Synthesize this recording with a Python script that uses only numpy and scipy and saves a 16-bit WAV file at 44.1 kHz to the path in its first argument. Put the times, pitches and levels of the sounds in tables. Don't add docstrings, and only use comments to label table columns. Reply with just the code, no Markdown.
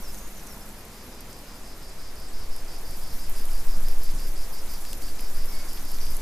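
import sys
import numpy as np
from scipy import signal
from scipy.fft import rfft, irfft, next_fast_len
from scipy.io import wavfile
from scipy.ndimage import uniform_filter1d

SR = 44100
rng = np.random.default_rng(int(sys.argv[2]) if len(sys.argv) > 2 else 0)


def generate_wav(signal):
    frames = np.transpose(np.atleast_2d(signal))
    scaled = np.clip(frames, -1, 1) * 32767
    pcm = np.round(scaled).astype(np.int16)
    wavfile.write(sys.argv[1], SR, pcm)


def undo_db(level):
    steps = np.asarray(level, float) / 20
    return 10 ** steps


N = 273861


def in_time(rows, **ends):
    s, *columns = np.transpose(rows)
    return [np.interp(np.arange(N) / SR, s, c, **ends) for c in columns]


def at_hz(points, hz):
    point_hz, point_db = np.transpose(points)
    return np.interp(np.log(hz + 1e-3), np.log(point_hz), point_db)


def rms_one(x):
    return x / np.sqrt(np.mean(x ** 2) + 1e-20)


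def drift(rate):
    step = 40
    r = np.exp(-2 * np.pi * step * rate / SR)
    noise = rng.standard_normal(N // step + 2002)
    slow = signal.lfilter([1], [1, -2 * r, r * r], noise)[2000:]
    return np.interp(np.arange(N) / step, np.arange(len(slow)), rms_one(slow))


def resonance(x, hz, width_hz):
    r = np.exp(-np.pi * width_hz / SR)
    w = 2 * np.pi * min(hz, 0.45 * SR) / SR
    top = np.array([1, 0, -1]) * (1 - r * r) / 2
    return signal.lfilter(top, [1, -2 * r * np.cos(w), r * r], x + 1e-18)


def coloured(centre, spectrum, shared_db, own_db, own_rate):
    # (frequency [Hz], level [dB])
    side_width = [(60, -54), (130, -44), (270, -28.5), (500, -23), (750, -19), (1300, -10.5), (2200, -5),
                  (3300, 0), (5000, -4.5), (7000, -5.5), (9000, -9), (15000, -35)]
    size = next_fast_len(N)
    hz = np.arange(size // 2 + 1) * SR / size
    mid = rfft(centre, size) * undo_db(at_hz(spectrum, hz))
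    side = rfft(rng.standard_normal(N), size) * undo_db(at_hz(spectrum, hz) + at_hz(side_width, hz))
    together = shared_db * drift(5.3)
    lowest_hz = spectrum[0][0]
    place = 1.5 * np.log2(np.clip(hz, lowest_hz, None) / lowest_hz)
    m = 0
    for k in range(int(place[-1]) + 2):
        share = np.clip(1 - np.abs(place - k), 0, 1)
        patch = irfft(mid * share, size)[:N]
        m = m + undo_db(together + own_db * drift(own_rate)) * patch
    s = undo_db(together) * irfft(side, size)[:N]
    return rms_one(np.array([m + s, m - s]))


def snaps(events, ms, breadth, trim_db):
    age = np.arange(int(ms * SR / 125)) / SR
    out = np.zeros(N + len(age))
    for s, peak_db, hz in events:
        puff = np.resize(rng.standard_normal(2048), len(age)) * np.exp(-age * 1000 / ms)
        body = resonance(puff, hz, breadth * hz)
        out[round(s * SR):][:len(age)] += undo_db(peak_db + trim_db) * body / np.abs(body).max()
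    return out[:N]


def scattered(x, tail_s):
    age = np.arange(6000) / SR
    tail = rng.standard_normal((2, 6000)) * np.exp(-age / tail_s)
    tail /= np.sqrt(np.sum(tail ** 2, axis=1, keepdims=True))
    return signal.fftconvolve(x[None], tail, axes=1)[:, :N]


def whistle(rows, wobble):
    hz, level_db = in_time(rows)
    t = np.arange(N) / SR
    inside = np.clip(np.minimum(t - rows[0][0], rows[-1][0] - t) / 0.0013, 0, 1)
    phase = 2 * np.pi * np.cumsum(hz * (1 + wobble)) / SR
    return np.sqrt(2) * inside * undo_db(level_db) * np.sin(phase)


def leaves(hiss_db):
    # (frequency [Hz], level [dB per Hz])
    leaf_colour = [(500, -20), (1500, -2.5), (2900, -11), (4100, -9), (6100, -4), (8600, -5), (10500, -1.5),
                   (12200, -0.5), (13800, -4), (15300, -9.5)]
    contacts_per_s, spread_db, scuff_ms = 350, -0.5, 1.6
    breadth, grain_share = 0.27, 0.16
    sizes = undo_db(spread_db * np.minimum(rng.exponential(1, N), 3.0))
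    busy = contacts_per_s * undo_db(0.5 * (hiss_db - np.mean(hiss_db)) + 6.5 * drift(16))
    touches = sizes * (rng.random(N) < busy / SR)
    touches /= np.sqrt(uniform_filter1d(touches ** 2, size=7000) + 1e-3)
    pitches_hz = np.geomspace(2500, 14500, 9)
    leaf = rng.integers(0, 9, N)
    fade = np.exp(-1000 / scuff_ms / SR)
    rubbing = rng.standard_normal(N)
    grains = 0
    for k, hz in enumerate(pitches_hz):
        scuffs = rubbing * signal.lfilter([1], [1, -fade], touches * (leaf == k) + 1e-18)
        once = resonance(scuffs, hz, breadth * hz)
        grains = grains + resonance(once, hz, breadth * hz)
    hiss = rng.standard_normal(N)
    source = np.sqrt(grain_share) * rms_one(grains) + np.sqrt(1 - grain_share) * hiss
    return undo_db(hiss_db + 3.0) * coloured(source, leaf_colour, shared_db=0.1, own_db=1.83, own_rate=19)


def eddies(slow_db, quick_db):
    # (frequency [Hz], level [dB per Hz])
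    slow_eddies = [(1, -10.5), (4, 1.5), (7, -5), (12, 0.5), (15, -12), (18, -3), (24, -19)]
    # (frequency [Hz], level [dB per Hz])
    quick_eddies = [(12, -14), (18, 0), (25, -1), (33, -7), (44, -12), (60, -16), (85, -22), (150, -32)]
    kinds = ((slow_eddies, slow_db, 16, -60), (quick_eddies, quick_db, 80, -52))
    hz = np.arange(N // 2 + 1) * SR / N
    out = 0
    for spectrum, level_db, top_hz, apart_db in kinds:
        shape = undo_db(at_hz(spectrum, hz)) * (hz < spectrum[-1][0]) * (hz > 2)
        lumps, other = rms_one(irfft(rfft(rng.standard_normal((2, N))) * shape, N))
        envelope = np.abs(signal.hilbert(lumps, next_fast_len(N))[:N])
        steady = lumps / (envelope + 0.22)
        size = uniform_filter1d(undo_db(level_db + 6.5), size=5000)
        push = size * (steady + undo_db(apart_db) * other * [[1], [-1]])
        out = out + signal.sosfilt(signal.butter(2, top_hz, fs=SR, output="sos"), push)
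    return signal.lfilter([1, -1], [1, -np.exp(-5 * np.pi / SR)], out)


def far_wash(slow_db):
    # (frequency [Hz], level [dB per Hz])
    far_colour = [(40, -3), (60, -6), (135, -7.5), (210, -7.5), (430, -10.5), (980, -14), (1450, -18),
                  (2300, -21), (3100, -25.5), (4200, -24), (7000, -26), (12000, -33), (15500, -54)]
    follows, rise_db_per_s = 0.02, 0.16
    from_middle_s = (np.arange(N) - N / 2) / SR
    far_db = -49.5 + follows * (slow_db + 35) + rise_db_per_s * from_middle_s
    noise = rng.standard_normal(N)
    return undo_db(far_db + 4.5) * coloured(noise, far_colour, shared_db=0.33, own_db=0.7, own_rate=3.9)


def bee():
    # (time [s], wing beat [Hz], level [dB])
    flight = [
        (0.0, 212, -37.5),
        (0.05, 208, -85),
        (0.16, 210, -49.5),
        (0.25, 203, -71),
        (0.3, 205, -54),
        (0.814, 207, -55),
        (1.1, 209, -60.5),
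        (1.7, 200, -57),
    ]
    return whistle(flight, 0.0254 * drift(2.64))


def phrase():
    # (time [s], length [s], first pitch [Hz], last pitch [Hz], level [dB])
    glides = [
        (0.023, 0.066, 6040, 4780, -50.5),
        (0.081, .036, 4960, 5350, -48),
        (.144, .016, 6300, 6500, -46),
        (.17, .028, 6300, 5700, -53),
        (0.356, .055, 7150, 5400, -54),
        (0.463, .084, 6350, 5000, -52.5),
        (0.607, 0.027, 5100, 5250, -52),
    ]
    attack_s, release_s, edge_db = 0.012, 0.009, -11
    sung = []
    for s, length, first, last, db in glides:
        swell_end = min(attack_s, length / 2)
        fade_start = max(length - release_s, length / 2)
        times = np.array([0, swell_end, fade_start, length])
        pitch_hz = first + (last - first) * times / length
        level_db = db + edge_db * np.array([1, 0, 0, 1])
        sung.append(np.transpose([s + times, pitch_hz, level_db]))
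    first_top_s, gap_s, top_db, foot_db = 0.213, 0.027, -52, -57
    for k in range(3):
        top, hz = first_top_s + k * gap_s, 6700 + 120 * k
        sung.append([(top - gap_s / 2, hz - 453, foot_db), (top, hz, top_db),
                     (top + gap_s / 2, hz - 620, foot_db)])
    return sung


def bird():
    # (time [s], pitch [Hz], level [dB])
    far_call = [
        (5.48, 2209, -61),
        (5.5, 2209, -58),
        (5.65, 2208, -59),
        (5.67, 2208, -65),
    ]
    wobble = 0.002 * drift(80)
    song = sum(whistle(note, wobble) for note in phrase()) + whistle(far_call, 0)
    late = np.interp(np.arange(N) - 1.0, np.arange(N), song)
    return np.array([song, late]) + 0.28 * scattered(song, tail_s=0.05)


def twigs():
    # (time [s], peak level [dB], centre [Hz])
    knocks = [(0.1446, -28, 3860), (3.244, -48, 2340), (3.8217, -38, 1810), (3.8836, -29.5, 1640),
              (3.9125, -44, 1480), (4.0906, -32.5, 1740), (4.125, -43, 2030), (4.6668, -43, 1840),
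              (4.7375, -27.5, 2000), (4.8513, -27.5, 1600), (4.931, -19.5, 3470), (5.0207, -27.5, 2050),
              (5.0848, -32, 1630), (5.1944, -27, 1810), (5.7743, -30, 1970), (5.9858, -29.5, 1800),
              (6.0673, -28, 1790)]
    return snaps(knocks, ms=1.3, breadth=2.6, trim_db=-1.5)


def clear_ticks():
    # (time [s], peak level [dB], centre [Hz])
    flicks = [(0.146, -29, 11000), (0.471, -26, 7660), (0.5452, -27, 12500), (0.6903, -28, 10100),
              (0.8077, -29, 11700), (1.2067, -24, 11200), (1.3292, -26, 7000), (2.1994, -31, 11000),
              (2.5633, -18, 10700), (2.9078, -26, 10600), (3.037, -27, 10900), (3.2959, -22, 12700),
              (3.3832, -21, 11000), (3.454, -20, 10400), (3.5074, -24, 12100), (3.5329, -24.5, 11100),
              (3.8846, -19.5, 11900), (4.0347, -21.5, 12940), (4.5835, -25, 7180), (4.6598, -25, 10700),
              (4.8229, -27, 11300), (5.023, -21, 11600), (5.2071, -20.5, 10700), (5.457, -20, 11000),
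              (5.7324, -20.5, 11400), (5.8512, -21, 12000), (5.9444, -24, 6630), (6.107, -20, 12000),
              (6.1519, -25, 11700), (6.1669, -16.5, 10900)]
    return snaps(flicks, ms=1.73, breadth=0.23, trim_db=-8.0)


def faint_ticks(hiss_db):
    count, over_hiss_db, spread_db = 110, 14, 3.5
    centre_hz, hz_spread = 11000, 0.23
    s = np.sort(rng.random(count)) * (N - 1) / SR
    size, colour = rng.standard_normal((count, 2)).T
    peak_db = hiss_db[(s * SR).astype(int)] + over_hiss_db + spread_db * np.minimum(size, 1)
    hz = centre_hz * np.exp(-np.abs(hz_spread * colour) * 2 + hz_spread)
    return snaps(zip(s, peak_db, hz), ms=0.73, breadth=0.43, trim_db=-1.5)


def metal_rods():
    # (time [s], frequency [Hz], peak level [dB], decay by 60 dB [s], left lead [rad])
    modes = [(2.283, 8060, -45, .12, .3), (5.025, 4762, -58, .9, 2.4), (5.025, 4850, -60, .9, 2.2),
             (5.48, 5130, -45, .35, 1.9), (5.48, 5765, -49, .4, 1.5), (.4, 2490, -64, 5, 0.73),
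             (5.545, 4762, -51, 1.1, 2.5), (5.545, 4800, -62, .8, 2.2), (6.0, 5770, -42, 0.46, 1.0),
             (5.47, 12200, -50, .3, 2.4), (5.5, 10600, -60, .3, 2.4), (5.52, 13600, -53, .3, 2.4),
             (6.0, 12000, -55, .25, 2.4), (6.0, 13700, -55, .2, 2.4), (6.012, 4760, -47, 0.71, 2.0),
             (6.012, 4900, -58, .7, 2.0)]
    out, t = np.zeros((2, N)), np.arange(N) / SR
    for s, hz, peak_db, t60, lead in modes:
        age = np.maximum(t - s, 0)
        fade = undo_db(peak_db - 60 * age / t60) * np.minimum(age / 0.002, 1)
        out += fade * np.sin(2 * np.pi * hz * age + np.array([[lead / 2], [-lead / 2]]))
    return out


def throbs():
    # (start time [s], length [s], level [dB])
    known = [(.6, .075, -61), (.752, .085, -59), (.921, 0.13, -55.5), (1.294, .118, -53.5),
             (2.331, .128, -49), (2.506, .105, -48), (3.016, 0.14, -48.5), (3.184, 0.098, -47.5),
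             (3.355, .082, -46.5), (3.508, .11, -47), (3.679, .087, -46.5), (4.181, .11, -47),
             (4.359, 0.096, -46.5), (4.692, 0.084, -45.5), (5.347, .11, -47), (6.007, 0.13, -46.5),
             (6.194, .1, -51)]
    number = [0, 1, 2, 4, 10, 11, 14, 15, 16, 17, 18, 21, 22, 24, 28, 32, 33]
    count = np.arange(number[-1] + 1)
    return np.transpose([np.interp(count, number, c) for c in np.transpose(known)])


def cicada():
    # (frequency [Hz], width [Hz], level [dB])
    body_modes = [(5052, 78, -0.5), (4615, 55, -0.5), (4910, 97, -24), (5510, 74, -2.5), (5260, 1100, -12),
                  (4370, 140, -10.5)]
    clicks_hz, jitter, recruit, scatter = 236, 0.02, 0.69, 0.25
    t, gate, rows = np.arange(N) / SR, np.zeros(N), throbs()
    for s, length, level_db in rows:
        rise = (t - s) / 0.011 + 0.5
        fall = (s + length - t) / 0.033 + 0.5
        gate += undo_db(level_db - 2.0) * np.clip(np.minimum(rise, fall), 0, 1)
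    effort_db = in_time(rows)[1] + 48
    turns = np.cumsum(clicks_hz * (1 + jitter * drift(60))) / SR
    second_rib = 0.83 * np.floor(turns + 0.17 + 0.03 * drift(90))
    ribs = np.diff(np.floor(turns) + second_rib, prepend=0)
    crackle = rng.standard_normal(N) * np.exp(-(turns % 1) / 0.56)
    source = rms_one(ribs * undo_db(0.88 * rng.standard_normal(N))) + 0.81 * rms_one(crackle)
    ringing = []
    for k, (hz, width_hz, db) in enumerate(body_modes):
        ringing.append(undo_db(db) * resonance(source, hz, width_hz) * (-1) ** k)
    song = rms_one(ringing[0] + undo_db(recruit * effort_db) * sum(ringing[1:]))
    song *= gate / np.sqrt(uniform_filter1d(song ** 2, size=600))
    return np.array([song, song]) + scatter * scattered(song, tail_s=0.073)


def fly():
    # (time [s], wing beat [Hz], level [dB])
    flight = [
        (0.9, 241, -65),
        (1.0, 248, -58),
        (1.09, 247, -51.5),
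        (1.16, 240.4, -66),
        (1.3, 239.8, -52),
    ]
    return whistle(flight, 0.011 * drift(9.8))


def thumps():
    # (time [s], peak level [dB], centre [Hz])
    bursts = [
        (1.46, -52, 68.5),
        (2.57, -44, 152),
        (2.71, -47, 120),
        (2.89, -40, 109.6),
        (2.97, -45, 150),
        (3.09, -44.5, 145),
        (3.766, -35.5, 171),
        (3.89, -48, 70),
        (4.01, -51, 150),
        (4.134, -33.5, 122),
    ]
    return snaps(bursts, ms=25, breadth=0.55, trim_db=1.5) * undo_db(np.array([[-9.0], [3.0]]))


def scene():
    # (time [s], strength [dB])
    gust = [(0.0, -29), (.25, -36.5), (.85, -48.5), (1.4, -44), (1.7, -39), (2.0, -31.5), (2.2, -35),
            (2.4, -19), (2.65, -31.5), (3.15, -23.5), (3.6, -16), (4.0, -16), (4.4, -22), (4.85, -27.5),
            (5.4, -17), (5.74, -26.5), (6.12, -17.5), (6.21, -30)]
    # (time [s], strength [dB])
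    crown = [(0.0, -50), (.3, -51.5), (.86, -55), (1.5, -56), (2.0, -57.5), (2.4, -55), (2.7, -53.5),
             (3.3, -48.5), (4.3, -49.5), (5.2, -49), (6.21, -47.5)]
    slow_db, hiss_db = in_time(gust)[0], in_time(crown)[0]
    quick_db = -43.5 + 0.37 * (slow_db + 35)
    tree = leaves(hiss_db) + twigs() + clear_ticks() + faint_ticks(hiss_db)
    air = eddies(slow_db, quick_db) + thumps() + far_wash(slow_db)
    animals = bee() + fly() + bird() + cicada()
    return tree + air + animals + metal_rods()


def band_limit(x):
    return signal.sosfilt(signal.butter(12, 15670, fs=SR, output="sos"), x)


def record(dry):
    low_pass = signal.ellip(14, 0.3, 80, 15200, fs=SR, output="sos")
    cut = signal.sosfilt(low_pass, dry)
    return band_limit(cut)


dry = scene()
out = record(dry)
generate_wav(out)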